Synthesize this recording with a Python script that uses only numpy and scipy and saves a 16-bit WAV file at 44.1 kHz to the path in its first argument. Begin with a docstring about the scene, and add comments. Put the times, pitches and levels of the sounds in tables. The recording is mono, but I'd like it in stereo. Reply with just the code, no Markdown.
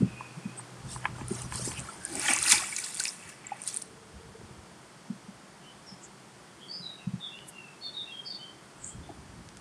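"""Soft bumps of a hand-held microphone and a far motor's hum open the scene, among breeze and hissing leaves.
Close by at the edge of a lake, a big carp is lowered onto a wet padded cradle: noise-like grains make the fabric,
ringing modes the frame. It then thrashes in a floating sling: showers of short rising tones make spray, bubbles
and falling drops, and filtered noise the heaved water. Small birds, gliding sines with echoes, whistle in the
trees as it swims off."""
import sys
import numpy as np
from scipy import signal
from scipy.fft import irfft
from scipy.io import wavfile
from scipy.ndimage import uniform_filter1d, map_coordinates

SR = 44100
rng = np.random.default_rng(int(sys.argv[2]) if len(sys.argv) > 2 else 0)


def master(y):
    """Save y as 16-bit WAV."""
    cut = np.clip(np.atleast_2d(y).T, -1, 1)
    pcm = np.round(cut * 32767)  # scale
    wavfile.write(sys.argv[1], SR, pcm.astype(np.int16))


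N = 423390
TIME = np.arange(N) / SR
CUTOFF_HZ = 15300   # top of the microphone's sound


def from_db(db):
    """Decibels to gain."""
    return 10 ** (np.asarray(db) / 20)


def rms_one(x):
    """Scale to rms 1."""
    return x / np.sqrt(np.mean(x ** 2) + 1e-20)


def at_hz(points, hz):
    """Read a spectrum on a log-frequency axis."""
    point_hz, value = np.transpose(points)
    return np.interp(np.log(hz), np.log(point_hz), value)


def drift(rate):
    """Smooth random wandering of rms 1, with a new target so many times a second."""
    knots = rng.standard_normal(int(N / SR * rate) + 2)
    return rms_one(np.interp(TIME * rate, np.arange(len(knots)), knots))


def swell(s, half):
    """A rounded rise and fall about one moment, down to 0.35 of its peak at half seconds either side."""
    bell = 1 / (1 + ((TIME - s) / half) ** 2)
    return bell ** 1.5


def together(rows, times):
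    """Joint level of (start s, length s, dB) events that build up, hold and settle, exponentially at both ends."""
    t = TIME[::16]
    build_s, settle_s = times
    power = 0
    for start, length, db in rows:
        before = np.maximum(start - t, 0) / build_s
        after = np.maximum(t - start - length, 0) / settle_s
        power = power + from_db(2 * db) * np.exp(-2 * (before + after))
    return np.interp(TIME, t, np.sqrt(power + 1e-18))


# Left-right likeness of the noises. Each row: frequency in Hz, correlation from -1 to 1.
LIKENESS = [(60, 0.77), (150, 0.74), (380, 0.86), (950, 0.75), (2380, 0.55), (5980, -0.025), (15000, -0.69)]


def noise(spectrum):
    """Stereo noise of a given colour, alike at both ears in the bass and opposed at the top; rms 1."""
    hz = np.maximum(np.arange(N // 2 + 1) * SR / N, 1)
    mid, side = rng.standard_normal((2, len(hz))) + 1j * rng.standard_normal((2, len(hz)))
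    alike = np.clip(at_hz(LIKENESS, hz), -.99, .99)
    ears = np.sqrt(1 + alike) * mid + np.sqrt(1 - alike) * side * [[1], [-1]]
    bass_cut = hz / np.hypot(hz, 20)
    return rms_one(irfft(ears * from_db(at_hz(spectrum, hz)) * bass_cut, N))


def pings(s, db, hz, cycles, pan_db, rise, skew, size, softness=1.4):
    """Short tones that swell for some cycles, then die, gliding up by rise; skew scales the phase between the ears."""
    step = np.arange(size)
    at = (np.maximum(s * SR, 0).astype(int)[:, None] + step).ravel()
    start = rng.random(len(s))
    apart = skew * np.sqrt(3) * rng.uniform(-0.75, 1, len(s))
    columns = np.float32([from_db(db), from_db(pan_db / 2), hz, cycles, start, apart])
    gain, lean, hz, cycles, start, apart = columns[:, :, None]
    turns = hz * np.float32(step / SR)
    age = turns / cycles   # 1 at the peak
    shape = gain * (age * np.exp(1 - np.minimum(age, 20))) ** softness
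    phase = 2 * np.pi * (turns * (1 + rise * np.minimum(age, 6) / 2) + start)
    ears = []
    for ear in (1, -1):
        tones = shape * lean ** ear * np.sin(phase + ear * apart / 2)
        ears.append(np.bincount(at, tones.ravel(), N)[:N])
    return np.array(ears)


CLUMP_WIDTH_HZ, CLUMPS_PER_S = 330, 30   # grains bunch in pitch and in time


def grains(span, spectrum, per_s, cycles, spread_db, clump_db, skew, size):
    """A shower of pings of random pitch and size, bunched into clumps, over a span of time; evened to near 1."""
    start, end = span
    when, pitch, big, length, place = rng.random((int(per_s * (end - start)), 5)).T
    low, high = spectrum[0][0], min(spectrum[-1][0], CUTOFF_HZ)
    s = start + when * (end - start)
    hz = low + (high - low) * pitch
    clump_map = rng.standard_normal(size=(400, 40))
    clump_at = [(s - start) * CLUMPS_PER_S, hz / CLUMP_WIDTH_HZ]
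    clumps = map_coordinates(clump_map, clump_at, order=1, mode="mirror")
    db = at_hz(spectrum, hz) + spread_db * np.minimum(-np.log(1 - big), 4.5) + clump_db * clumps
    x = pings(s, db, hz, cycles * 2 ** (2 * length - 1), 8 * (place - .5), 0.016, skew, size)
    power = np.abs(uniform_filter1d(np.mean(x ** 2, axis=0), size=1800))
    return x / np.sqrt(power + .03 * power.mean())


def scatter(x, t60, build_s):
    """Many faint echoes, different at each ear, that build up and die away by 60 dB in t60 seconds."""
    t = np.arange(SR) / SR
    echoes = rng.standard_normal((2, SR)) * from_db(-60 * t / t60) * (1 - np.exp(-t / build_s))
    echoes /= np.sqrt(np.sum(echoes ** 2, axis=1, keepdims=True))
    return signal.fftconvolve(np.atleast_2d(x), echoes, axes=1)[:, :N]


# Far motor. Each row: time in seconds, level in dB.
MOTOR_LEVEL = [(0, -51), (.8, -50.5), (1.2, -40.5), (1.6, -42.5), (1.83, -46.5), (2.0, -74)]
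MOTOR_HZ = 123.7   # mean pitch


def motor():
    """A far motor hums as one sine, wavering in pitch and strength."""
    s, db = np.transpose(MOTOR_LEVEL)
    level_db = np.interp(TIME, [s[0] - .05, *s, s[-1] + .05], [-120, *db, -120])
    throb = 1 + 0.42 * np.tanh(drift(34.5))
    hz = MOTOR_HZ * (1 + 0.021 * drift(40.9))
    return from_db(level_db) * throb * np.sin(2 * np.pi * np.cumsum(hz) / SR)


# Colours of the open air and of the leaves. Each row: frequency in Hz, relative level in dB.
SHORE_COLOUR = [(41, -55.5), (70, -28), (96, -27), (110, -4), (128, 3.5), (161, 1.5), (199, 4), (246, -4),
                (353, -0.5), (471, -6), (988, -5), (1110, -6.5), (1320, -6.5), (2270, -12), (2600, -19),
                (3380, -26), (5720, -120)]
LEAF_COLOUR = [(1500, -22), (2500, -2), (3300, 0.5), (3900, -3.5), (4500, 0.5), (6000, -1.5), (7500, -1.5),
               (9000, 2), (9800, -3), (11000, -10.5), (12500, -15), (14000, -31), (15300, -47)]
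TO_SHORE = (1.9, 2.7)   # seconds over which the background under the trees fades into that of the open shore
AIR_DB, RUSTLE_DB = (-49.5, -52.5), (-53, -56)   # under the trees, then at the shore


def shore_and_leaves():
    """The wash of the shore and the hiss of leaves, two steady coloured noises."""
    air, rustle = (from_db(np.interp(TIME, TO_SHORE, db)) for db in (AIR_DB, RUSTLE_DB))
    return air * noise(SHORE_COLOUR) + rustle * noise(LEAF_COLOUR)


# Colour of the breeze. Each row: frequency in Hz, relative level in dB.
BREEZE_COLOUR = [(10, -39), (22, -26.5), (40, -12), (58, -2.5), (100, -2.5), (160, -6), (300, -16),
                 (600, -37), (2000, -69)]
# Low rumbles on the microphone, from gusts and from a handling bump at the start.
# Each row: start in seconds, length in seconds, level in dB before the flutter.
RUMBLES = [(0, 0.013, -36.5), (.86, 0.94, -47), (2.1, 0.49, -56), (4.02, 0.52, -61), (8.85, 0.72, -55)]
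RUMBLE_TIMES, CALM_DB = (0.04, 0.07), -70.5   # time constants (build s, settle s); level between rumbles


def breeze():
    """Breeze on the microphone, a low fluttering noise that grows in gusts and with a handling bump at the start."""
    level = together(RUMBLES, RUMBLE_TIMES) + from_db(CALM_DB)
    flutter = from_db(3.9 * drift(22))
    return level * flutter * noise(BREEZE_COLOUR) * from_db([[1.5], [-1.5]])


# Bands of noise from high lisps to a faint drone. Each row: time of the peak in seconds, level in dB,
# centre in Hz, width of each filter pass in Hz, half length in seconds.
LISPS = [(0.213, -56, 2560, 447, 0.23), (0.589, -39, 8470, 1100, .014), (1.78, -42, 2700, 900, 0.023),
         (2.062, -49.5, 1620, 260, 0.06), (4.1, -59, 449, 35.2, 0.39), (6.044, -47, 7300, 2000, 0.017),
         (7.49, -44.5, 9150, 4200, 0.011), (8.844, -35, 7400, 1990, 0.003),
         (8.875, -41.5, 7840, 1940, 0.041)]


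def lisps():
    """Soft narrow bands of filtered noise that rise and fall."""
    out, white = 0, rng.standard_normal((2, N))
    for s, db, hz, width_hz, half in LISPS:
        band = signal.butter(2, [hz - width_hz / 2, hz + width_hz / 2], "band", fs=SR, output="sos")
        hiss = rms_one(signal.sosfilt(np.vstack([band, band]), white))
        out = out + from_db(db) * swell(s, half) * hiss
    mid, side = out
    return mid + .5 * side * np.array([[1], [-1]])


# Birdsong in the trees. Each row: start in seconds, length in seconds, first pitch in Hz, last pitch in Hz,
# arch of the glide in Hz, trill span in Hz, relative level in dB.
SONG = [(.02, 0.28, 2590, 2550, -70.5, 12, -60.5), (.36, .19, 2520, 2644, -89, 5, -61.5),
        (5.613, 0.1, 2840, 3210, -55, 260, -61), (5.858, 0.041, 5610, 5070, -2, 150, -51),
        (6.6, 0.054, 3060, 3340, 3, 240, -52.5), (6.681, 0.049, 4530, 4720, -7, 72, -41.5),
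        (6.71, 0.057, 4890, 4885, 33, 230, -42), (6.814, 0.083, 4080, 3694, 7, 62, -43),
        (6.97, .061, 2890, 2480, -1, 60, -58.5), (7.201, 0.072, 3696, 3367, 16, 130, -40),
        (7.295, .12, 2666, 2996, 19, 20, -52.5), (7.513, 0.17, 2810, 2612, 0, 44, -52.5),
        (7.811, 0.043, 4380, 4250, 62, 170, -39.5), (7.828, 0.049, 3660, 3520, 15, 15, -42),
        (7.935, 0.0765, 3835, 3514, 59, 105, -38.5), (8.053, .04, 2570, 2760, 64, 30, -52.5),
        (8.104, 0.097, 3290, 3160, -3, 21, -43), (8.246, 0.027, 4870, 5150, 50, 160, -47),
        (8.25, .08, 4610, 4400, 35, 222, -40), (8.304, 0.044, 3680, 3530, 6, 130, -52),
        (8.384, 0.094, 3020, 3150, 28, 60, -50), (8.87, 0.045, 3160, 3260, -2, 0, -61),
        (9.033, 0.0081, 3370, 3600, 42, 0, -54)]
TRILL_PER_S = 130   # mean rate


def bird():
    """Whistles that glide along an arch, some with a fast trill; near trees smear them and far ones answer faintly."""
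    song, waver = np.zeros(N), drift(330)
    trill = np.sin(2 * np.pi * np.cumsum(TRILL_PER_S * (1 + .15 * drift(30))) / SR)
    for s, length, first_hz, last_hz, arch_hz, trill_hz, db in SONG:
        u = np.linspace(0, 1, int(length * SR))
        at = max(int(s * SR), 0) + np.arange(len(u))
        arch = np.abs(np.sin(np.pi * u))
        glide = first_hz + (last_hz - first_hz) * u + arch_hz * arch
        hz = glide + .5 * trill_hz * trill[at] + (20 + 0.23 * trill_hz) * waver[at]
        song[at] += from_db(db + 6.0) * arch ** .5 * np.sin(2 * np.pi * np.cumsum(hz) / SR)
    near_trees = scatter(song, t60=0.29, build_s=0.01)
    far_trees = from_db(-16) * scatter(song, t60=0.66, build_s=0.041)
    mid, side = near_trees + far_trees
    return from_db(-8.0) * song + mid + .5 * side * np.array([[1], [-1]])


# Soft bumps of handling, at the microphone itself. Each row: time of the peak in seconds, peak in dB,
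# pitch in Hz, cycles to the peak, left over right in dB.
BUMPS = [(.011, -19, 230, 2.17, 7), (0.0227, -23.5, 360, 1.8, 12), (.032, -11.5, 173, 1.68, 8),
         (.383, -33, 157, 3.8, 7), (0.46, -27, 192, 2.1, 12), (1.218, -31, 250, 1.2, 13),
         (1.314, -30, 373, 5.4, 16.5), (1.316, -27, 197, 2.06, 12), (1.597, -32.5, 490, 2, 10),
         (1.625, -36, 165, 1.7, 17), (1.677, -25.5, 320, 1.18, 8), (4.165, -42, 67, 2.5, 3),
         (4.355, -42, 452, 5.2, 4.5), (4.416, -42, 400, 3, 1), (4.514, -39, 147, 1.73, 1.5),
         (4.597, -44, 108, 1.3, 8), (5.107, -25, 201, 2.77, -2), (5.291, -37.5, 198, 4, 5),
         (5.927, -36, 176, 2.66, 1), (6.809, -39.5, 160, 4, 11), (7.077, -21.5, 171, 2.25, 3.5),
         (7.142, -25, 163, 2.1, 10), (9.094, -36, 760, 4.9, 9), (9.103, -37, 330, 2.12, 8.5)]


def bumps():
    """Dull thuds of a few cycles each, with a short rumbling tail."""
    s, db, hz, cycles, pan_db = np.transpose(BUMPS)
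    thuds = pings(s - cycles / hz, db, hz, cycles, pan_db, rise=0, skew=1.0, size=5000, softness=9.0)
    return thuds + from_db(-4.0) * scatter(thuds, t60=0.17, build_s=0.003)


# Knocks on the cradle's frame. Each row: time in seconds, level in dB, dulling above 1200 Hz in dB per octave
# (a negative one brightens).
KNOCKS = [(0.2078, -22, 25), (0.595, -29.5, 16), (0.961, -24, 26), (1.054, -12, 1.5), (1.21, -28, 12),
          (1.5223, -25, 3), (1.55, -36, -3), (1.717, -44.5, -16.5)]
# Modes of the frame. Each row: frequency in Hz, relative level in dB, time to die by 60 dB in seconds.
FRAME_MODES = [(636, -17, 0.019), (830, -4.5, 0.022), (1023, -2.5, 0.046), (1260, -11.5, .04),
               (1670, -0.5, 0.017), (2230, -4, 0.019), (2520, -7, 0.023), (3160, -7, 0.011)]


def frame():
    """Each knock sets off the frame's damped modes and has its own dulling of the high ones."""
    s, db, dulling = np.transpose(KNOCKS)
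    ring = np.zeros(N)
    for k, (hz, mode_db, t60) in enumerate(FRAME_MODES):
        blows = np.full(N, 1e-18)
        dull_db = -dulling * np.maximum(np.log2(hz / 1200), 0)
        blows[(s * SR).astype(int)] = from_db(db + mode_db + dull_db + rng.normal(0, 1.0, len(s)))
        r = from_db(-60 / (t60 * SR))   # decay per sample
        w = 2 * np.pi * hz / SR
        ring += (-1) ** k * signal.lfilter([0, np.sin(w)], [1, -2 * r * np.cos(w), r * r], blows)
    muffled = signal.sosfilt(signal.butter(4, 3400, fs=SR, output="sos"), ring)
    return muffled * from_db([[-2.5], [-9]])


# Colours of wet fabric, bright and dull. Each row: frequency in Hz, relative level in dB.
SWISH_COLOUR = [(1470, -38), (2500, -15), (2970, -12), (3200, -11), (3560, -9), (4200, -6.5), (4910, -1.5),
                (5700, -1.5), (6830, -1.5), (8880, 8.5), (15000, -42)]
CRUMPLE_COLOUR = [(180, -39), (300, -9), (381, -28), (634, -3), (967, 5), (3190, -2.5), (3470, -24),
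                  (4000, -31), (5200, -55), (8800, -120)]
# The fish slides over the fabric or thuds down on it.
# Each row: start in seconds, length in seconds, swish in dB, crumple in dB.
FABRIC_CONTACTS = [(0.914, 0.02, -39.5, -56), (1.042, .008, -54, -44), (1.17, 0.04, -54, -49.5),
                   (1.306, 0.051, -41.5, -52), (1.376, 0.054, -43.5, -49.5), (1.534, 0.038, -39.5, -47),
                   (1.578, 0.074, -38, -53), (1.663, 0.023, -35, -49), (1.715, 0.0056, -43, -46),
                   (1.777, .015, -42, -49), (1.836, 0.1, -48, -51)]
CONTACT_TIMES = (0.024, 0.039)   # time constants (build s, settle s)
CONTACT_SPAN = (.75, 2.05)   # from s, to s


def fabric():
    """Wet fabric swishes and crumples under the fish, in dense showers of tiny grains."""
    start, length, swish_db, crumple_db = np.transpose(FABRIC_CONTACTS)
    swish, crumple = (together(zip(start, length, db), CONTACT_TIMES) for db in (swish_db, crumple_db))
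    bright = grains(CONTACT_SPAN, SWISH_COLOUR, per_s=12000, cycles=8.6, spread_db=1.7, clump_db=5.0,
                    skew=1.76, size=440)
    dull = grains(CONTACT_SPAN, CRUMPLE_COLOUR, per_s=2500, cycles=2.5, spread_db=0.0, clump_db=3.5,
                  skew=0.72, size=900)
    return swish * bright + crumple * dull


# Wet fabric peels off. Each row: start in seconds, relative level in dB, pitch in Hz.
CRACKLES = [(1.283, -23.5, 9500), (1.4192, -25, 8800), (1.5574, -19.5, 8870), (1.6526, -26, 8260),
            (1.7948, -24, 7760), (1.802, -25.5, 8500)]


def crackles():
    """Short bright snaps as wet fabric lets go."""
    s, db, hz = np.transpose(CRACKLES)
    pan_db = rng.normal(0, 2, len(s))
    snaps = pings(s, db + 3.5, hz, np.full(len(s), 1.6), pan_db, rise=0, skew=0.92, size=300)
    return signal.sosfilt(signal.butter(8, 10200, fs=SR, output="sos"), snaps)


# Strokes of the tail, each building to a peak and settling.
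# Each row: time of the peak in seconds, spray in dB, bubbles in dB, heaved water in dB.
STROKES = [(2.16, -42, -63, -39.5), (2.305, -27.5, -26, -44.5), (2.525, -22.5, -25.5, -48)]
# time constants of a stroke: (build s, settle s)
SPRAY_TIMES, BUBBLE_TIMES, HEAVE_TIMES = (0.087, 0.058), (0.065, 0.07), (0.045, 0.085)
# Thrown water falls back. Each row: start in seconds, length in seconds, spray in dB, bubbles in dB.
SHOWERS = [(2.636, 0.25, -39.5, -46), (2.996, 0.077, -37.5, -45.5), (3.215, 0.1, -53.5, -51),
           (3.45, 0.14, -66, -51), (3.67, 0.083, -44, -53.5)]
SHOWER_TIMES = (0.056, 0.061)   # time constants (build s, settle s)


def water_levels():
    """Strength of spray, bubbles and heaved water: the strokes of the tail, then the showers that follow."""
    s, spray_db, bubbles_db, heave_db = np.transpose(STROKES)
    start, length, rain_db, churn_db = np.transpose(SHOWERS)
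    no_hold = np.zeros(len(s))
    thrown = together(zip(s, no_hold, spray_db), SPRAY_TIMES)
    falling = together(zip(start, length, rain_db), SHOWER_TIMES)
    trapped = together(zip(s, no_hold, bubbles_db), BUBBLE_TIMES)
    churned = together(zip(start, length, churn_db), SHOWER_TIMES)
    heave = together(zip(s, no_hold, heave_db), HEAVE_TIMES)
    return np.hypot(thrown, falling), np.hypot(trapped, churned), heave


SPLASH_SPAN = (1.9, 4.05)   # from s, to s
# lesser drops and bubbles come at random: rate, level above their water, spread either way, loudest
STRAY_PER_S, STRAY_ABOVE_DB, STRAY_SPREAD_DB, STRAY_LOUDEST_DB = 28, 6, -7, -24


def stray(level, pitches, cycles):
    """Rows of lesser drops at random moments, as strong as the water around them allows."""
    start, end = SPLASH_SPAN
    when, pitch, big = rng.random((int(STRAY_PER_S * (end - start)), 3)).T
    s = start + when * (end - start)
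    water_db = 20 * np.log10(np.interp(s, TIME, level) + 1e-9)
    db = np.minimum(water_db + STRAY_ABOVE_DB + STRAY_SPREAD_DB * (2 * big - 1), STRAY_LOUDEST_DB)
    return np.transpose([s, db, np.interp(pitch, [0, 1], pitches), np.full(len(s), cycles)])


# The loudest drops and bubbles. Each row: start in seconds, ring peak in dB before the treble cut,
# pitch in Hz, cycles to the peak.
DROPS = [(1.887, -31.5, 1327, 4.7), (2.003, -44, 7000, .7), (2.037, -32, 8800, 2.8),
         (2.051, -15.5, 8900, 3.1), (2.0545, -24, 8490, 1.1), (2.1541, -15, 8260, 1.5),
         (2.1962, -14, 9000, 2.2), (2.2162, -21, 5300, 1.5), (2.26, -26, 1860, 5.6),
         (2.2815, -20.5, 3160, 5), (2.283, -22, 1830, 5.7), (2.307, -18, 2270, 3.6),
         (2.336, -5.5, 8900, 2.6), (2.3627, -14, 6700, 1.8), (2.3755, -22, 2200, 3.1),
         (2.3883, -13.5, 6500, 1.2), (2.4282, -9.5, 8750, 2.8), (2.438, -21, 3960, 2.2),
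         (2.4537, -28, 1500, 2.5), (2.4643, -21.5, 2690, 2.6), (2.474, -31, 1400, 3.2),
         (2.4825, -15, 4750, 1.8), (2.5132, -14.5, 3770, 1.5), (2.523, -17, 1980, 1.8),
         (2.5272, -15.5, 3400, 3.4), (2.5282, -12, 8900, 1), (2.5808, -25, 3630, 3.6),
         (2.635, -31, 1300, 2.7), (2.725, -28, 2230, 5.5), (2.7645, -14, 6700, 1.4),
         (2.785, -28.5, 2320, 3.6), (2.8013, -20, 9200, 2), (2.8399, -25, 4400, 1.3),
         (2.852, -31, 5200, 1.2), (2.862, -23, 9300, 1.7), (2.9456, -19, 8760, 1.8),
         (2.952, -20, 9000, 1.8), (2.9715, -19, 8700, 1.5), (2.9974, -20, 4260, 3.1),
         (3.0019, -8.5, 7750, 1.2), (3.003, -29, 1520, 5.1), (3.0378, -14.5, 7480, 1.7),
         (3.0543, -19.5, 4900, 1.9), (3.0543, -20.5, 2440, 1.7), (3.07, -26, 2510, 1.4),
         (3.081, -20, 5600, 2.7), (3.0885, -24, 5170, 5.4), (3.447, -44, 2230, 10),
         (3.4674, -30.5, 7470, 12), (3.492, -40, 2100, 4.8), (3.518, -25, 800, 2.7),
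         (3.6178, -25.5, 8950, 7.3), (3.6375, -25, 8740, 2.6), (3.6762, -14, 8740, 2.4),
         (3.679, -19, 8740, 2), (3.7, -37, 5740, 7), (3.7431, -19, 8900, 2.8), (3.764, -18, 8560, 3.3),
         (3.7711, -12, 8840, 2.3), (3.8224, -20, 9000, 2.3), (7.389, -33, 3000, 1.2),
         (9.489, -30.5, 5500, 0.43), (9.571, -28.5, 8000, 0.49)]
TICK_HZ, TICK_CYCLES = (5400, 9400), 1.7   # drops on the surface: pitch range, cycles to the peak
PLINK_HZ, PLINK_CYCLES, PLINK_DB = (1700, 2900), 4, -18   # trapped bubbles: likewise, and level against their water
CRACK_HZ, CRACK_CYCLES, CRACK_DB = 5150, 0.21, -12   # first contact of a drop, level against its ring


def drops(spray, bubbles):
    """A drop cracks and ticks on the surface; a trapped bubble rings lower and longer, rising in pitch."""
    ticks = stray(spray, TICK_HZ, TICK_CYCLES)
    plinks = stray(bubbles * from_db(PLINK_DB), PLINK_HZ, PLINK_CYCLES)
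    s, db, hz, cycles = np.vstack([DROPS, ticks, plinks]).T
    pan_db, each = rng.normal(0, 1.0, len(s)), np.ones(len(s))
    rings = pings(s, db, hz, cycles, pan_db, rise=0.0039, skew=0.86, size=2000)
    crack_db = db + CRACK_DB + 12 * np.minimum(np.log2(hz / CRACK_HZ), 0)   # large bubbles start softly
    cracks = pings(s, crack_db, CRACK_HZ * each, CRACK_CYCLES * each, pan_db, rise=0, skew=0.6, size=100)
    return signal.sosfilt(signal.butter(8, 10200, fs=SR, output="sos"), rings + cracks)


# Air pockets that close under the tail. Each row: start in seconds, peak in dB, pitch in Hz, cycles to the peak.
GULPS = [(2.155, -30, 348, 1.5), (2.251, -33, 840, 2.6), (2.288, -26, 800, 2.3), (2.288, -35, 320, 3),
         (2.303, -32, 248, 1.3), (2.305, -28, 740, 2.6), (2.324, -29.5, 790, 2.1), (2.352, -45, 860, 2.5),
         (2.524, -27, 960, 3.4), (2.526, -33.5, 214, 1.4), (2.535, -34, 850, 5.4), (2.571, -40, 355, 1.6),
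         (2.622, -36.5, 740, 3)]


def gulps():
    """Pockets of air close under the tail and ring low for a few cycles, rising as they shrink."""
    s, db, hz, cycles = np.transpose(GULPS)
    return pings(s, db, hz, cycles, np.zeros(len(s)), rise=0.0058, skew=0.6, size=3500)


# The water-filled hollow of the sling. Each row: resonance in Hz, width in Hz, level in dB.
HOLLOW_MODES = [(835, 41, -10), (1500, 80, -8.5), (1910, 60, -1), (2300, 78, -7), (2660, 98, 0),
                (3460, 90, -4)]


def hollow(x):
    """Narrow resonances of the sling that ring on after the water that excites them."""
    ring = 0
    for hz, width_hz, db in HOLLOW_MODES:
        b, a = signal.iirpeak(hz, hz / width_hz, fs=SR)
        ring = ring + from_db(db) * signal.lfilter(b, a, x + 1e-18)
    return ring


# Colours of spray, bubbles and heaved water. Each row: frequency in Hz, relative level in dB.
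SPRAY_COLOUR = [(2400, -35), (3300, -15), (4000, -10.5), (5000, -6), (6000, -6.5), (7200, -1.5),
                (7900, -0.5), (8900, 5), (9600, -3), (10300, -11), (11200, -19), (13000, -22), (15300, -56)]
BUBBLE_COLOUR = [(450, -35), (650, -27), (830, -10.5), (1100, -7.5), (1450, -4.5), (1950, -1.5), (2350, 3),
                 (2900, -8), (3500, -14), (4500, -15)]
HEAVE_COLOUR = [(60, -19), (120, 3), (220, -1), (340, 14.5), (480, -5), (800, 9), (1400, -39), (3000, -82)]
# Slaps of the tail and of falling clumps of water.
# Each row: time of the peak in seconds, spray in dB, bubbles in dB, half length in seconds.
SLAPS = [(2.2845, -37, -17, 0.0014), (2.315, -32, -32, .0078), (2.483, -38, -50, .0012),
         (2.493, -23, -50, .0014), (2.4975, -18, -50, .0014), (2.502, -16, -38, 0.001),
         (2.5213, -10, -26, 0.0012), (2.5278, -12, -32, .0008), (2.521, -16.5, -28, 0.011),
         (2.582, -28, -40, .0025), (2.767, -29, -48, .0012), (2.786, -31, -41, 0.007),
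         (2.844, -31, -48, 0.0038), (3.001, -21.5, -41, 0.0017), (3.053, -26, -34, .001),
         (3.296, -43.5, -44.5, 0.0059), (3.683, -33, -60, 0.012), (3.82, -38.5, -56, 0.0024)]


def splash(spray, bubbles, heave):
    """The tail throws clumps of spray, traps ringing bubbles in foam and heaves the water; each blow is a surge."""
    for s, spray_db, bubbles_db, half in SLAPS:
        surge = swell(s, half)
        spray = np.hypot(spray, from_db(spray_db) * surge)
        bubbles = np.hypot(bubbles, from_db(bubbles_db) * surge)
    ringing = grains(SPLASH_SPAN, BUBBLE_COLOUR, per_s=600, cycles=5.7, spread_db=3.5, clump_db=7.0,
                     skew=0.62, size=2000)
    foam = grains(SPLASH_SPAN, BUBBLE_COLOUR, per_s=4000, cycles=0.99, spread_db=0.0, clump_db=-1.0,
                  skew=0.36, size=400)
    droplets = grains(SPLASH_SPAN, SPRAY_COLOUR, per_s=11000, cycles=2.9, spread_db=0.4, clump_db=4.0,
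                      skew=1.0, size=340)
    churn = spray * droplets + bubbles * (0.36 * ringing + 0.54 * foam)
    return churn + hollow(churn) + heave * noise(HEAVE_COLOUR)


def scene():
    """Near sounds bounce once off the sling and come back faintly from the stones of the bank."""
    spray, bubbles, heave = water_levels()
    water = splash(spray, bubbles, heave) + gulps() + drops(spray, bubbles)
    near = water + fabric() + frame() + crackles()
    bounce = from_db(-12) * np.pad(near, ((0, 0), (int(.0035 * SR), 0)))[:, :N]
    bank = from_db(-13) * scatter(near, t60=.2, build_s=.002)
    outdoors = breeze() + shore_and_leaves() + motor()
    return near + bounce + bank + bumps() + bird() + lisps() + outdoors


def record(dry):
    """The highest peaks are rounded and the top is cut steeply."""
    rounded = dry / (1 + (dry / .8) ** 4) ** .25
    return signal.sosfilt(signal.ellip(10, .2, 80, CUTOFF_HZ, fs=SR, output="sos"), rounded)


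dry = scene()
out = record(dry)
master(out)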